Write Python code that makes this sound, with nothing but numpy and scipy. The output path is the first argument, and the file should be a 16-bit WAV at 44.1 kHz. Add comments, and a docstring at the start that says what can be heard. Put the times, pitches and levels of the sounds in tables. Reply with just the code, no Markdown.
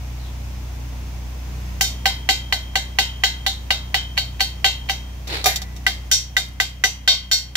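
"""On a steel grating, a chipping hammer knocks slag (the crust on a weld) off square steel tubing.
Each blow gives a hollow knock, a bright ring from the tube and a few ticks of flying slag.
Midway the piece is dragged round and set down with a clatter, and the chipping goes on.
A sleeve swishes at the start, an engine hums in the background, and a limiter flattens the hardest blows.
"""
import sys
import numpy as np
from scipy import signal
from scipy.io import wavfile
from scipy.ndimage import uniform_filter1d, minimum_filter1d

SR = 44100
rng = np.random.default_rng(int(sys.argv[2]) if len(sys.argv) > 2 else 0)


def waveform_to_disk(signal):
    """Save audio, clipped to [-1, 1], as 16-bit WAV at the path in sys.argv[1]."""
    frames = np.transpose(np.atleast_2d(signal))
    scaled = np.clip(frames, -1, 1) * 32767
    samples = np.round(scaled).astype(np.int16)
    wavfile.write(sys.argv[1], SR, samples)


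N = 333396
TIME = np.arange(N) / SR
AGE = np.arange(int(0.9 * SR)) / SR  # seconds since a hit

# A hit has four strengths, low to high: knock, ring, shimmer, crack. Levels in the tables are relative.
# where they apply: knock_end_hz, ring_start_hz, ring_end_hz, shimmer_start_hz, shimmer_end_hz, crack_hz
RANGES_HZ = [2200, 2900, 4400, 5400, 7500, 9500]
# hammer blows, about four a second; the tone that swings most where the hammer lands is boosted,
# one that is still there is cut: start_s, place, force_db, brightness_db, tone_hz, boost_db
BLOWS = [(1.8094, 0, -25, 12, 4460, 2), (2.056, 0, -26, -0.5, 2830, -9), (2.289, 0, -24, 0, 6760, 10.5),
         (2.5243, 0, -29.5, -1.1, 2890, -7), (2.755, 0, -29.5, -1, 7210, 13),
         (2.9862, 0, -25, 0.1, 3000, 11), (3.236, 0, -25.5, -1.5, 4100, 4),
         (3.4634, 0, -30.5, 4, 3965, 13.5), (3.705, 0, -29, -2.5, 3700, 7),
         (3.9429, 0, -29.5, -0.1, 3170, 9), (4.1761, 1, -31, 1.7, 4410, 10.5),
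         (4.405, 1, -28, 3.5, 4410, 11), (4.6436, 1, -23.5, -1, 2780, 2),
         (4.8956, 0, -32.5, -0.5, 6100, 13), (5.865, 2, -26.5, -2, 2930, -6),
         (6.1138, 3, -25, 6.5, 5900, 5.5), (6.3663, 2, -27, 2.5, 3730, 8.5),
         (6.6001, 2, -27, -.8, 3100, 4.5), (6.8379, 2, -24.5, 0.9, 6000, 10.5),
         (7.0761, 3, -24.7, -5.5, 3550, 6), (7.3134, 3, -26.7, 1.3, 4410, 5.5),
         (7.5541, 3, -25.5, -1, 3300, 7)]
# light grazes just before a blow or as the hammer skids off: start_s, place, force_db
GRAZES = [(1.838, 3, -37), (4.17, 1, -48), (4.396, 1, -46), (4.888, 1, -43)]
# places the hammer hits, each using one row of SPOTS: spot, knock_db, ring_db, shimmer_db, crack_db
PLACES = [(0, 7.5, 3, -3, -10), (0, 6, 5.5, -3.5, -11), (1, 7, 1.6, -1.6, -10.5), (2, 1, 4, 1.5, -10.5)]
# change for each dB of brightness: knock_db, ring_db, shimmer_db, crack_db
BRIGHTNESS_TILT = [-.5, -.5, .5, .5]
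# how three spots on the tube answer a hit: spread_s, tube_db, wash_db
SPOTS = [(.002, 2.5, -0.5), (.003, 0, -2), (.012, 7, 3)]
# ringing tones of the tube (fade_s is the time to fall 60 dB): pitch_hz, fade_s, spot0_db, spot1_db, spot2_db
TUBE_TONES = [(1523, 0.31, -18, -28, -15), (1992, 0.45, -22, -27, -19), (2048, 0.32, -11, -21, -18),
              (2140, 0.31, -18, -17, -10), (2754, 0.29, -9, -23, -22), (2902, 0.48, -21, -15, -21),
              (3141, 0.5, -7, -12, -16), (3157, 0.54, -15, -17, -22), (3233, 0.34, -11, -5, -9),
              (3305, 0.27, -16, -12, -14), (3677, 0.18, -5, 5, 7), (3704, 0.26, -12, -7, -7),
              (3793, 0.29, -5, -14, -17), (3900, 0.35, -11, -15, -14), (4110, 0.28, -8, -11, -16),
              (4250, 0.27, -8, -11, -3), (4296, 0.29, -18, -20, -15), (4409, 0.24, -6, -14, 1),
              (4560, 0.27, -9, -5, -4), (4877, 0.27, -12, -3, -13), (5211, 0.23, -8, -9, -7),
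              (5243, 0.27, -7, -8, -5), (5478, 0.23, -9, -11, -3), (5550, 0.29, -10, -8, -3),
              (5652, 0.23, -7, -9, -2), (5817, 0.22, -9, -4, -2), (5962, 0.26, -8, -7, -10),
              (6054, 0.31, -11, -8, -4), (6751, 0.31, -12, -19, -21), (7041, 0.26, -16, -13, -19)]
# short tones of the hollow knock: pitch_hz, fade_s, spot0_db, spot1_db, spot2_db
KNOCK_TONES = [(706, 0.093, -7, -6.5, -7), (778, 0.1, 3.5, -5.5, -20), (956, 0.0094, 10, 4, 0),
               (1539, 0.07, 3, 6, 6), (2060, 0.0078, 4.5, 9, 5), (1997, 0.042, 9.5, 13, 8),
               (2264, 0.0089, 16, 11, 9), (2870, 0.069, 3.5, -1.5, -2), (3150, 0.1, 4.5, -1.5, 8),
               (3936, 0.14, -5.5, -10, -18), (4410, 0.081, 1, -9, -7)]
# drive of the upper knock tones above the ring strength: spot0_db, spot1_db, spot2_db
UPPER_KNOCK_DB = [6.5, 8, 0]
# the hammer's own long ring: pitch_hz, fade_s, spot0_db, spot1_db, spot2_db
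HAMMER_TONES = [(908, 0.84, -27, -51, -38), (2095, 0.45, -38.5, -14.5, -14), (3187, 0.97, -16.5, -24, -15)]
# tones of the grating: pitch_hz, fade_s, level_db
GRATING_TONES = [(311, 0.23, -22), (410, 0.091, -10), (725.5, 0.14, 2), (766.7, 0.14, 6), (920, 0.034, -16),
                 (1210, .14, -1.5), (1980, 1, -21.5), (2402, 0.12, 0), (2620, 0.19, -24)]
# how much of a knock passes into the grating: spot0_db, spot1_db, spot2_db
GRATING_SHARE_DB = [-17, -13, -13]
# countless weak tones and echoes that blur into a wash of noise: pitch_hz, level_db, fade_s
WASH = [(204, -20, 0.25), (448, -5.5, 0.21), (820, -7.5, 0.27), (1160, -18.5, 0.5), (1740, -6, 0.4),
        (3300, 0.5, 0.3), (3700, 6.5, 0.27), (7080, 6, 0.23), (8200, -15, 0.11), (11900, 12.5, 0.29),
        (15300, -31.5, 0.15)]
# first crack of steel on slag: pitch_hz, level_db, fade_s
CRACK = [(300, -7, 0.053), (1000, -6.5, 0.049), (2210, 1, 0.019), (4150, 2, 0.12), (8370, 4.5, 0.0056),
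         (14900, 4.5, 0.088)]
# how alike the steel sounds on the left and right: pitch_hz, likeness
RING_LIKENESS = [(200, 1), (800, 0.27), (1500, -0.48), (2500, -0.13), (5000, -0.29), (14000, 0.22)]
# which side the steel is louder on: pitch_hz, left_minus_right_db
RING_PAN = [(300, 9.5), (700, -4.5), (1400, -1.5), (2800, 3), (5000, -0.5), (9000, -2.5), (14000, -2.5)]
# an edge touches the grating as the piece is lifted, lowered and rocks: start_s, force_db, thud_db
TOUCHES = [(5.2745, -47.5, 5.5), (5.4415, -33, 7.5), (5.5583, -32.5, -5.5), (5.617, -42.5, 6.5),
           (5.763, -53.5, 6)]
# tone colour of the scrape: pitch_hz, level_db
DRAG_COLOUR = [(120, -44), (200, -16), (390, -3), (494, -7.5), (849, -11.5), (1020, -15), (2090, -5.5),
               (2650, -11.5), (3730, -6), (7020, -23.5), (15000, -31)]
# a sleeve brushes past: time_s, level_db, pitch_hz
SLEEVE = [(.1, -85, 4500), (.2, -51, 4310), (0.291, -50, 3420), (.38, -85, 3200)]
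# tones of the engine: multiple_of_shaft_rate, level_db
ENGINE_TONES = [(2, -0.5), (3, -13.5), (4, -13), (5, -22), (6, -19.5), (7, -34), (8, -26), (9, -26),
                (10, -34), (11, -32.5), (12, -33.5), (13, -46)]
# loudness of the engine and background noise together: time_s, level_db
BACKGROUND_LEVEL = [(0.15, -29), (1.38, -29), (1.66, -27.5), (2.32, -31), (6.07, -31.5), (6.15, -33.5),
                    (6.19, -34.5), (7.5, -37)]
# tone colour of the background noise: pitch_hz, level_db
AIR_COLOUR = [(15, -37), (25, -12), (70, -0.5), (223, -19), (270, -27.5), (326, -34), (575, -30),
              (863, -30), (1330, -38), (2410, -35.5), (4370, -42), (6380, -39), (8830, -53), (14800, -46.5),
              (16000, -61)]
# how alike that noise is on the left and right: pitch_hz, likeness
AIR_LIKENESS = [(60, 0.15), (150, 0.91), (300, 0.45), (700, 0.16), (2000, 0.036), (10000, 0.026)]


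def struck_steel():
    """Hammer blows and drops on the grating both set the welded tube ringing."""
    out = np.zeros((2, N))
    tube, knock = tones(TUBE_TONES), tones(KNOCK_TONES)
    hammer, grating = tones(HAMMER_TONES), tones(GRATING_TONES)
    band_hz, wash = fading_noise(WASH)
    _, crack = fading_noise(CRACK)
    wall_hz, walls = wall_overtones()
    tube_hz, _, *tube_spots = np.transpose(TUBE_TONES)
    knock_hz, _, *knock_spots = np.transpose(KNOCK_TONES)
    _, _, *hammer_spots = np.transpose(HAMMER_TONES)
    _, _, grating_db = np.transpose(GRATING_TONES)

    def ringing(hit, tones_db, wash_db, spread_s):
        """The crack comes at once; the ring swells as the hit spreads through the steel."""
        clear = excite(tube, tones_db + strength(hit, tube_hz))
        clear += excite(walls, strength(hit, wall_hz) - 21, scatter_db=3.5)
        blur = excite(wash, strength(hit, band_hz, focus=0.96) + wash_db, scatter_db=1)
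        snap = excite(crack, strength(hit, band_hz) + 2.5)
        swell = 1 - np.exp(-AGE / spread_s)
        ring = swell * (clear + crumble(blur, share=0.66, length_s=0.0033))
        return ring + crumble(snap, share=0.75, length_s=0.0071)

    for start_s, spot, hit in hammer_blows():
        knock_db, ring_db, _, crack_db = hit[:4]
        spread_s, tube_db, wash_db = SPOTS[spot]
        drive_db = np.where(knock_hz < RANGES_HZ[0], knock_db, ring_db + UPPER_KNOCK_DB[spot])
        thud = excite(knock, knock_spots[spot] + drive_db + 1, scatter_db=1)
        head = excite(hammer, hammer_spots[spot] + knock_db)
        bars = excite(grating, grating_db + knock_db + GRATING_SHARE_DB[spot])
        body = ringing(hit, tube_spots[spot] + tube_db, wash_db, spread_s)
        thud = crumble(thud, share=0.3, length_s=0.012)
        chips = from_db(crack_db + 6) * slag_chips()
        add(out, start_s, body + bars + thud + head + chips)
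    for start_s, damping_db_per_s, levels_db, thud_db in drops():
        levels_db[0] += thud_db  # the weight of the piece adds to the knock alone
        clang = excite(grating, grating_db + levels_db[0])
        hit = [*levels_db, 0, 0]  # a broad contact boosts no single tone
        body = ringing(hit, np.mean(tube_spots, 0) + 7.5, wash_db=6, spread_s=0.0011)
        add(out, start_s, (body + clang) * from_db(-damping_db_per_s * AGE))
    return out


def hammer_blows():
    """Place, force and brightness set the four strengths of each blow or graze."""
    grazes = [(*graze, 0, 0, 0) for graze in GRAZES]
    for start_s, place, force_db, brightness_db, tone_hz, boost_db in BLOWS + grazes:
        spot, *colour_db = PLACES[place]
        levels_db = force_db + np.array(colour_db) + brightness_db * np.array(BRIGHTNESS_TILT)
        yield start_s, spot, [*levels_db, tone_hz, boost_db]


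def strength(hit, hz, focus=1):
    """How hard a hit drives each pitch, in dB, with a boost or cut around one tone."""
    knock, ring, shimmer, crack, tone_hz, boost_db = hit
    broad_db = np.interp(np.log(hz), np.log(RANGES_HZ), [knock, ring, ring, shimmer, shimmer, crack])
    return broad_db + focus * boost_db * np.exp(-(focus * (hz - tone_hz) / 170) ** 2)


def excite(parts, db, scatter_db=1.5):
    """Add up tones or noise bands, each driven a little differently every time."""
    return np.tensordot(from_db(db + scatter_db * rng.standard_normal(len(parts))), parts, 1)


def tones(table, lag_s=0.0002, attack_s=0.00059):
    """Struck steel rings as fading sine waves; shorter waves are more out of step left and right."""
    rings = []
    for hz, fade_s, *_ in table:
        apart = min(np.pi * hz * lag_s, np.pi / 2) * rng.choice([-1, 1])
        phase = rng.uniform(0, 2 * np.pi) + apart * np.array([[.5], [-.5]])
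        rings.append(np.sin(2 * np.pi * hz * AGE + phase) * from_db(-60 * AGE / fade_s) * panned(hz))
    return np.array(rings) * (1 - np.exp(-AGE / attack_s))


def wall_overtones(count=110, fade_s=0.25):
    """The thin tube walls have many high tones of uneven strength."""
    pitches_hz = rng.uniform(4500, 15500, count)
    gains = from_db(4 * rng.standard_normal(count))
    return pitches_hz, tones([(hz, fade_s) for hz in pitches_hz]) * gains[:, None, None]


def fading_noise(table):
    """Bands of noise, each dying away at its own rate."""
    band_hz, bands = noise_bands(150, RING_LIKENESS, size=len(AGE), count=24)
    fades = [from_db(db - 60 * AGE / fade_s) * panned(hz)
             for hz, db, fade_s in zip(band_hz, *at_hz(table, band_hz))]
    return band_hz, bands * fades


def crumble(sound, share, length_s):
    """A contact is one clean impact followed by a short spray of tiny ones."""
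    age = AGE[:SR // 20]
    spikes = rng.standard_normal(len(age)) ** 3 * np.exp(-age / length_s)
    spray = unit_level(spikes) / np.sqrt(len(age))
    force = share * spray + (age == 0)
    return signal.fftconvolve(sound, force[None] / np.hypot(1, share))[:, :len(AGE)]


def slag_chips(flight_s=0.054, lowest_hz=6000, count=5):
    """A few flakes of slag fly off and tick against the steel."""
    impacts = np.zeros((2, len(AGE)))
    at = np.minimum(rng.exponential(flight_s, count) * SR, len(AGE) - 1).astype(int)
    impacts[:, at] = rng.standard_normal((2, count)) * np.exp(-AGE[at] / (2 * flight_s))
    tick = rng.standard_normal(SR // 200) * np.exp(-AGE[:SR // 200] / .0007)
    ticks = signal.fftconvolve(impacts, tick[None])[:, :len(AGE)]
    return filtered(ticks, lowest_hz, "high")


LANDING_S = 5.4572  # the drag ends and the piece lands flat


def drops(gap_s=0.012, landing_db=-28.6, loss_db=13):
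    """The piece chatters as it lands, each bounce weaker and shorter, with light touches around it."""
    landing_colour_db = np.array([-1, 2, -1, -2.5])  # knock, ring, shimmer, crack
    touch_colour_db = np.array([-2, 2.5, 0.5, -6.5])
    # each contact: start_s, damping_db_per_s, levels_db, thud_db
    for bounce in range(3):
        levels_db = landing_db - bounce * loss_db + landing_colour_db
        yield LANDING_S + bounce * gap_s, 90 * bounce, levels_db, 11.5 - 5 * bounce
    for start_s, force_db, thud_db in TOUCHES:
        yield start_s, 548, force_db + touch_colour_db, thud_db


def drag(start_s=5.272, peak_s=5.347, rise_db_per_s=165, fall_db_per_s=162, grit_db=2.5):
    """Steel catches and slips over the grating in one push that swells and dies away."""
    band_hz, bands = noise_bands(200, RING_LIKENESS, size=SR // 2, count=20)
    scrape = np.zeros((2, N))
    add(scrape, 5.2, unit_level(excite(bands, at_hz(DRAG_COLOUR, band_hz))))
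    below_peak_db = np.maximum((peak_s - TIME) * rise_db_per_s, (TIME - peak_s) * fall_db_per_s)
    push = from_db(-23 - below_peak_db) * (TIME > start_s) * (TIME < LANDING_S)
    return scrape * push * from_db(grit_db * drift(rate_hz=350))


def sleeve(width_hz=380):
    """A faint swish of cloth that falls in pitch as the arm slows."""
    time_s, level_db, pitch_hz = np.transpose(SLEEVE)
    rustle = filtered(rng.standard_normal((2, N)), width_hz, "low")
    glide = np.sin(2 * np.pi * np.cumsum(np.interp(TIME, time_s, pitch_hz)) / SR)
    loudness = from_db(np.interp(TIME, time_s, level_db)) * (TIME < time_s[-1])
    return unit_level(rustle * glide) * loudness


def engine(shaft_hz=30.6, waver_rad=0.089, flutter=0.28):
    """A hum at multiples of the shaft's turning rate; the firing tone is steady, weaker ones flutter."""
    angle = 2 * np.pi * shaft_hz * TIME + waver_rad * drift(rate_hz=3)
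    hum = np.zeros(N)
    for multiple, db in ENGINE_TONES:
        gain = from_db(db) * (1 + flutter * (db < -6) * drift(rate_hz=7))
        hum += gain * np.sin(multiple * angle + rng.uniform(0, 2 * np.pi))
    return from_db(-0.34) * np.sqrt(2) * hum


def air():
    """Deep throb, rumble and hiss that go with the hum."""
    band_hz, bands = noise_bands(20, AIR_LIKENESS, size=N, count=22)
    bands *= from_db(at_hz(AIR_COLOUR, band_hz))[:, None, None]
    throb = unit_level(bands[band_hz < 50].sum(0))
    rumble = unit_level(bands[(band_hz > 85) & (band_hz < 260)].sum(0))
    hiss = unit_level(bands[band_hz >= 260].sum(0))
    return from_db(-21) * throb + from_db(-15) * rumble + from_db(-14) * hiss


def noise_bands(lowest_hz, likeness, size, count):
    """Stereo noise split into bands: their middle pitches and their sounds."""
    edges_hz = np.geomspace(lowest_hz, 17000, count + 1)
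    band_hz = np.sqrt(edges_hz[1:] * edges_hz[:-1])
    white = rng.standard_normal((2, 2, size))
    bands = []
    for k, hz in enumerate(band_hz):
        shared, opposite = filtered(white[k % 2], edges_hz[k:k + 2], "band")
        alike = np.clip(at_hz(likeness, hz), -1, 1)
        bands.append(np.sqrt(1 + alike) * shared + np.sqrt(1 - alike) * opposite * [[1], [-1]])
    return band_hz, 2 * np.array(bands)


def filtered(sound, hz, kind):
    """Keep the lows, the highs or one band."""
    return signal.sosfilt(signal.butter(2, hz, kind, fs=SR, output="sos"), sound)


def panned(hz):
    """Left and right gain of the ringing steel at one pitch."""
    return from_db(at_hz(RING_PAN, hz) * np.array([[.5], [-.5]]))


def at_hz(table, hz):
    """Read a table's columns at the given pitch."""
    pitch_hz, *columns = np.transpose(table)
    return np.squeeze([np.interp(np.log(hz), np.log(pitch_hz), column) for column in columns])


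def drift(rate_hz):
    """A curve that wanders at random around zero."""
    points = rng.standard_normal(int(N / SR * rate_hz) + 2)
    return np.interp(TIME * rate_hz, np.arange(len(points)), points)


def from_db(db):
    """Turn decibels into a gain."""
    return 10 ** (np.asarray(db) / 20)


def unit_level(sound):
    """Scale a sound to an average power of one."""
    return sound / np.sqrt(np.mean(sound ** 2) + 1e-20)


def add(out, start_s, sound):
    """Mix a sound in at its start time."""
    at = int(start_s * SR)
    out[:, at:at + sound.shape[1]] += sound[:, :max(N - at, 0)]


def scene():
    """Steelwork close by, over a background that slowly gets quieter."""
    background_gain = from_db(0.5 + np.interp(TIME, *np.transpose(BACKGROUND_LEVEL)))
    return struck_steel() + drag() + sleeve() + background_gain * (engine() + air())


def limiter(sound, ceiling_db=-0.3, release_db_per_s=253):
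    """The volume drops just ahead of a loud peak and comes back quickly."""
    over_db = np.maximum(20 * np.log10(np.abs(sound).max(0) + 1e-9) - ceiling_db, 0)
    recovery_db = release_db_per_s * TIME
    cut_db = np.maximum.accumulate(over_db + recovery_db) - recovery_db
    return sound * from_db(uniform_filter1d(minimum_filter1d(-cut_db, size=45), size=45))


def record(dry, cutoff_hz=15600):
    """Hold down the peaks and cut the highest treble."""
    return signal.sosfilt(signal.ellip(10, .2, 80, cutoff_hz, fs=SR, output="sos"), limiter(dry))


dry = scene()
out = record(dry)
waveform_to_disk(out)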